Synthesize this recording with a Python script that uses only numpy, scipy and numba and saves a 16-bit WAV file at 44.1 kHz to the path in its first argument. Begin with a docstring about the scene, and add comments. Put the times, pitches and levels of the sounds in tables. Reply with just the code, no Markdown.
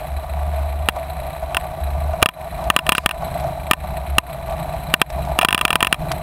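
"""A bicycle rolls over a bumpy grass and dirt track, heard from a camera in a plastic case on the rider.
From the start wind buffets, tyre knobs hum, grass rustles, the chain ticks and the ground shakes the case;
a faint electronic whine pulses. From 0.9 s the loose mount clacks on bumps, hardest at a hole at 2.2 s.
Loud clacks overload the microphone, and the gain control briefly turns the ride down. The frame booms
more as grass thins to dirt. From 5.4 s the mount rattles for half a second; near the end a twig snaps."""
import sys
import numpy as np
from scipy import signal
from scipy.fft import rfft, irfft
from scipy.io import wavfile
from numba import njit

SR = 44100
rng = np.random.default_rng(int(sys.argv[2]) if len(sys.argv) > 2 else 0)


def waveform_to_disk(signal):
    """Save audio, clipped to [-1, 1], as 16-bit WAV at the path in sys.argv[1]."""
    frames = np.transpose(np.atleast_2d(signal))
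    scaled = np.clip(frames, -1, 1) * 32767
    samples = np.round(scaled).astype(np.int16)
    wavfile.write(sys.argv[1], SR, samples)


N = 274302
TIME = np.arange(N) / SR
FREQ = np.maximum(np.arange(N // 2 + 1) * SR / N, 1)

# tone of the wind on the case: (frequency [Hz], level [dB])
WIND_SPECTRUM = [(15, -26), (30, -13), (50, 5), (80, 1), (110, -15.5), (250, -22), (500, -23.5), (900, -50)]
# bands of a thin, high electronic whine: (frequency [Hz], rough width [Hz], level [dB])
ELECTRONIC_BANDS = [(2430, 140, 1), (3970, 100, 5), (8050, 120, -1), (9600, 200, -12), (11320, 100, 3.5),
                    (12680, 100, 3), (14450, 200, -13)]
# tone of the grass and the chain: (frequency [Hz], level [dB])
RUSTLE_SPECTRUM = [(300, -2), (900, 1.5), (1500, 5), (2400, 5.5), (2900, -2), (4200, -4), (5000, -24),
                   (6200, -52), (7500, -13.5), (9500, -8.5), (11000, -5), (12000, -18), (13200, -3.5),
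                   (15500, -24)]
# twigs and grit snapping: (time [s], level [dB])
TWIG_SNAPS = [(2.138, -47), (2.641, -27), (3.398, -23), (4.092, -35), (4.508, -30), (5.102, -17.5),
              (5.25, -24), (6.1167, -7)]
# tone of those snaps: (frequency [Hz], level [dB])
SNAP_SPECTRUM = [(300, -10), (900, -0.5), (2500, -1.5), (4500, -5.5), (6500, -10), (10000, -11),
                 (15000, -25)]
# rough ground, which shakes the bicycle harder: (start [s], length [s], rise [dB])
ROUGH_GROUND = [(.03, 0.073, 2.5), (.33, 0.29, 1.5), (.52, .11, 2), (1.12, 0.57, 1.5), (1.62, 0.25, 0.5),
                (1.85, 0.4, 1.5), (2.55, 0.42, 3.5), (3.21, 0.32, 4.5), (3.85, 0.19, 2), (4.48, 0.52, 2.5),
                (5.14, 0.29, 4), (6.0, 0.2, 5)]
# tone of the booming frame: (frequency [Hz], level [dB])
BOOM_SPECTRUM = [(60, -10), (105, -12), (135, 4.5), (162, 3), (215, -15), (320, -15), (480, -22),
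                 (900, -51)]
# deep holes that make the whole bicycle thump: (time [s], level [dB])
DEEP_HOLES = [(2.224, -8.5), (2.685, -18), (4.173, -16)]
# dull jolts from ruts: (time [s], level [dB])
RUT_JOLTS = [(.962, -9), (2.133, -11.5), (2.223, 2.5), (3.221, -7), (3.438, -10), (5.427, 0)]
# where the air and walls of the shaken case ring: (frequency [Hz], width [Hz], level [dB])
HOLLOW_RINGS = [(643, 58.3, 2.5), (738, 105, -2), (863, 84.7, -8), (983, 54, -11.5), (1153, 55.5, -13),
                (1516, 31, -22.5)]
# how often tyre knobs meet the ground: (time [s], rate [Hz])
KNOB_RATES = [(0, 70), (.3, 72), (.85, 72), (1.3, 66), (1.8, 71), (2.15, 72), (2.55, 64), (3.3, 68),
              (4.15, 70), (4.7, 64), (5.25, 66), (6.22, 70)]
# firm ground, where the tyres hum louder: (start [s], length [s], rise [dB])
FIRM_GROUND = [(.09, 0.13, 12), (.31, 0.55, 12), (.52, 0.17, 3), (.96, 0.16, 4), (1.37, 0.085, 7.5),
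               (1.81, 0.32, 14.5), (2.65, 0.075, 14), (3.37, 0.077, 9.5), (3.82, 0.34, 5.5),
               (4.08, 0.14, 10), (5.14, 0.22, 11.5)]
# the loose mount slides between clacks: (start [s], length [s], level [dB])
MOUNT_SLIDES = [(2.954, 0.028, -27.5), (2.983, 0.064, -42.5)]
# tone of that sliding: (frequency [Hz], level [dB])
SLIDE_SPECTRUM = [(600, -20), (1500, 0), (2400, 2), (3500, -6), (4800, -2), (6000, -14), (7500, -5),
                  (15000, -24)]
# notes of the struck case: (frequency [Hz], time to fade 60 dB before case_ring caps it [s], level [dB])
CASE_NOTES = [(610, 0.027, -27), (825, 0.0072, -3.5), (1002, 0.054, -13.5), (1219.5, 0.017, -2.5),
              (1533, 0.017, -5.5), (1800, 0.021, -8.5), (2406, 0.017, -4), (2747, 0.011, 0),
              (3316, 0.017, -4.5), (3980, 0.017, -16.5), (5200, 0.0095, -16), (6030, 0.0048, -23.5),
              (8940, 0.02, -4.5), (9353, 0.018, -6), (10400, 0.015, -13.5), (14700, 0.0041, -12)]
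# the mount hits its stop: (time [s], level [dB])
MOUNT_CLACKS = [(0.8868, 7), (0.8933, -7.5), (1.5463, -4.5), (1.5687, 2), (2.218, -15.0), (2.227, 15),
                (2.259, 17), (2.2884, 9.5), (2.701, 8.5), (2.7638, 12.5), (2.7895, 5.5), (2.8661, -6),
                (2.8919, 9.5), (2.9208, 12.5), (2.9277, 1.5), (2.9504, 8), (2.9809, 8.5), (3.0606, 11),
                (3.0915, 1.5), (3.1103, 0), (3.7116, 12), (3.7338, 7), (4.1831, 11.5), (4.9396, 10),
                (5.0159, 13), (5.389, 8), (5.4126, 3.5), (5.419, 0.5), (5.4296, 0), (5.4482, 11.5),
                (5.486, 9), (5.507, 0), (5.5272, 5), (5.5464, 9.5), (5.578, 4.5), (5.5906, -3.5),
                (5.6119, 4.5), (5.6514, 7), (5.6796, -0.5), (5.7047, 5.5), (5.729, 0.5), (5.756, 7),
                (5.8056, -0.5), (5.8274, 8.5), (5.8473, 3), (5.8698, 6), (5.9266, 7.5), (5.9436, -6)]


def undb(db):
    """Turn decibels into a number to multiply by."""
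    return 10 ** (np.asarray(db) / 20)


def rms(x):
    """Average strength of a signal (root mean square)."""
    return np.sqrt(np.mean(x ** 2))


def unit(x):
    """Scale to an average strength of 1."""
    return x / rms(x)


def drift(rate):
    """A smooth random wobble of strength 1, changing about rate times a second."""
    return unit(irfft(rfft(rng.standard_normal(N)) / (1 + (FREQ / rate) ** 4), N))


def colour(x, spectrum):
    """Shape the tone of x with (frequency [Hz], level [dB]) points."""
    hz, db = np.transpose(spectrum)
    return unit(irfft(rfft(x) * undb(np.interp(np.log(FREQ), np.log(hz), db)), N))


def resonate(x, peaks):
    """Make x ring at each (frequency [Hz], width [Hz], level [dB]); neighbours swing opposite ways."""
    response = sum((-1) ** k * undb(db) / (1 + 1j * hz / width * (FREQ / hz - hz / FREQ))
                   for k, (hz, width, db) in enumerate(peaks))
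    return unit(irfft(rfft(x) * response, N))


def grains(rate, spread_db):
    """Random tiny hits, rate a second, a few much larger than the rest."""
    size = undb(spread_db * np.minimum(rng.exponential(size=N), 4))
    return unit((rng.random(N) < rate / SR) * size * rng.standard_normal(N))


def bursts(table, decay_s):
    """A burst of noise dying away from each (time [s], level [dB]) row."""
    size = sum(undb(db) * (TIME >= s) * np.exp(-np.abs(TIME - s) / decay_s) for s, db in table)
    return size * rng.standard_normal(N) / 2


def stretches(table, edge_s):
    """A curve that ramps up, holds and ramps down for each (start [s], length [s], height) row."""
    return sum(height * np.clip(.5 + np.minimum(TIME - s, s + length - TIME) / edge_s, 0, 1)
               for s, length, height in table)


def pulse_train(rate_hz=30, wander=0.04, scatter_db=5.5):
    """A strength that jumps and fades about rate_hz times a second, some pulses bigger than others."""
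    phase = np.cumsum(rate_hz * (1 + wander * drift(5.5))) / SR % 1
    return unit(np.exp(-phase / 0.22) * undb(scatter_db * drift(18.7)))


def electronic_whine(level_db, pulses):
    """A thin, high electronic whine, pulsing about 30 times a second."""
    push = (0.6 + pulses) * rng.standard_normal(N)
    hiss = np.zeros(N)
    for hz, width, db in ELECTRONIC_BANDS:
        band = [(hz, width * 2, 0)]
        hiss += undb(db) * np.sqrt(width) * resonate(resonate(push, band), band)
    return unit(hiss) * undb(level_db)


def wind(level_db=-34, gust_db=2):
    """Swirls of air buffet the case."""
    return colour(rng.standard_normal(N), WIND_SPECTRUM) * undb(level_db + gust_db * drift(40))


def chain(pulses, level_db=-47):
    """The chain rasps softly as each link drops onto a tooth."""
    return colour(pulses * rng.standard_normal(N), RUSTLE_SPECTRUM) * undb(level_db)


def grass(level_db, crackle_db=-6, flutter_db=2.5):
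    """Dry blades brush and crackle finely under the tyres."""
    brush = rng.standard_normal(N) + undb(crackle_db) * grains(rate=1300, spread_db=8.5)
    return colour(brush, RUSTLE_SPECTRUM) * undb(level_db + flutter_db * drift(120))


def twigs():
    """Twigs and grit snap under the wheels."""
    cracks = bursts(TWIG_SNAPS, decay_s=0.0035)
    return colour(cracks, SNAP_SPECTRUM) * rms(cracks)


def frame_boom(level_db, flutter_db=1.2):
    """Uneven ground makes the frame and mount boom."""
    return colour(rng.standard_normal(N), BOOM_SPECTRUM) * undb(level_db + flutter_db * drift(40))


def frame_thumps(hz=85, decay_s=0.015):
    """The frame swings once or twice after a deep hole."""
    ages = [(np.maximum(TIME - s, 0), db) for s, db in DEEP_HOLES]
    return sum(undb(db) * np.sin(2 * np.pi * hz * age) * np.exp(-age / decay_s) for age, db in ages)


def case_shake(level_db, flutter_db=2, low_cut_hz=560):
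    """Countless small knocks and a few deep ruts ring the hollow case, which lets little bass through."""
    knocks = grains(rate=3000, spread_db=2.55) * undb(level_db + flutter_db * drift(35))
    push = knocks + bursts(RUT_JOLTS, decay_s=0.0086)
    low_cut = signal.butter(4, low_cut_hz, "high", fs=SR, output="sos")
    ring = signal.sosfilt(low_cut, resonate(push, HOLLOW_RINGS))
    return unit(ring) * rms(push)


def tyre_hum(soft_grass_db=-36.3, wander=0.027, octave_db=-21):
    """Tyre knobs drum and hum through the frame: uneven on soft grass, loud and steady on firm ground."""
    knob_hz = np.interp(TIME, *np.transpose(KNOB_RATES))
    phase = 2 * np.pi * np.cumsum(knob_hz * (1 + wander * drift(23))) / SR
    wave = np.sin(phase) + undb(octave_db + 2 * drift(36)) * np.sin(2 * phase)
    firm_db = stretches(FIRM_GROUND, edge_s=0.033)
    flutter_db = 4 * np.exp(-firm_db / 9)
    return unit(wave) * undb(soft_grass_db + firm_db + flutter_db * drift(3.2))


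def mount_slides():
    """The mount slides on its seat with a fine, gritty hiss."""
    size = stretches([(s, length, undb(db)) for s, length, db in MOUNT_SLIDES], edge_s=0.006)
    return colour(grains(rate=9000, spread_db=3), SLIDE_SPECTRUM) * size


def case_ring(t, max_swings=48):
    """The case rings after one tap; plastic soaks up motion, so notes last a few dozen swings at most."""
    hz, fade_s, db = np.transpose(CASE_NOTES)
    fade_s = np.minimum(fade_s, max_swings / hz)
    direction = (-1) ** np.arange(len(hz))
    notes = np.sin(2 * np.pi * np.outer(hz, t)) * np.exp(-np.log(1000) * np.outer(1 / fade_s, t))
    ring = (direction * undb(db)) @ notes
    return ring / np.abs(ring).max()


def mount_clacks(bounce_s=0.00108, chatter_s=0.0012, grit_s=0.0017, thud_hz=170, thud_s=0.0028):
    """The mount hits its stop, bounces at once and chatters a little; each blow rings the case."""
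    t = TIME[:SR // 10]
    ring = case_ring(t)
    knock = (t == 0) + 0.31 * (t == t[int(bounce_s * SR)])
    thud = np.sin(2 * np.pi * thud_hz * t) * np.exp(-t / thud_s)
    bright = signal.butter(2, 8000, "high", fs=SR, output="sos")
    out = np.zeros(N + len(t))
    for s, db in MOUNT_CLACKS:
        rub, grit = rng.standard_normal((2, len(t)))
        chatter = 0.06 * rub * t / chatter_s * np.exp(1 - t / chatter_s)
        blow = signal.fftconvolve(knock + chatter, ring)[:len(t)]
        # plastic grinds on plastic: a dry, bright crack
        crack = undb(-20) * signal.sosfilt(bright, grit) * t / grit_s * np.exp(1 - t / grit_s)
        # a low thud sounds under each blow, stronger for harder blows
        body = undb(-20 + min(db, 10)) * thud
        start = int(s * SR)
        out[start:start + len(t)] += undb(db - 3) * (blow + crack + body)
    return out[:N]


def scene():
    """Everything reaches one microphone through the case; rough ground shakes, booms and rustles more."""
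    rough_db = stretches(ROUGH_GROUND, edge_s=0.082)
    boom_db = -42 + 1.05 * TIME + 1.63 * rough_db  # grows as the grass thins to dirt
    hiss_db = -44.5 + 0.77 * (rough_db - rough_db.mean())
    pulses = pulse_train()
    rolling = tyre_hum() + frame_boom(boom_db) + frame_thumps() + case_shake(-31 + rough_db)
    background = grass(hiss_db) + twigs() + chain(pulses) + electronic_whine(hiss_db - 3.5, pulses)
    return (rolling + background + wind() + mount_clacks() + mount_slides())[None]


@njit
def gain_control(x, ceiling, down_db_per_s, hold_s, up_db_per_s, memory_s):
    """Turn the sound down while its peak is over the ceiling, wait a moment, then turn it back up."""
    y = np.empty(len(x))
    cut_db, wait_s, peak = 0., 0., 0.
    for i in range(len(x)):
        y[i] = x[i] * 10 ** (-cut_db / 20)
        peak = max(abs(y[i]), peak * (1 - 1 / (memory_s * SR)))
        wait_s -= 1 / SR
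        if peak > ceiling:
            cut_db += down_db_per_s / SR
            wait_s = hold_s
        elif wait_s < 0:
            cut_db = max(cut_db - up_db_per_s / SR, 0.)
    return y


def record(dry, top_hz=15700):
    """The gain control is too slow for clacks, so their first swings are squashed; the top is then cut."""
    ducked = gain_control(dry[0], ceiling=0.85, down_db_per_s=1730., hold_s=0.0392,
                          up_db_per_s=167., memory_s=0.0039)
    squashed = ducked / (1 + ducked ** 4) ** (1 / 4)
    high_cut = signal.ellip(8, .2, 70, top_hz, fs=SR, output="sos")
    return signal.sosfilt(high_cut, squashed)[None]


dry = scene()
out = record(dry)
waveform_to_disk(out)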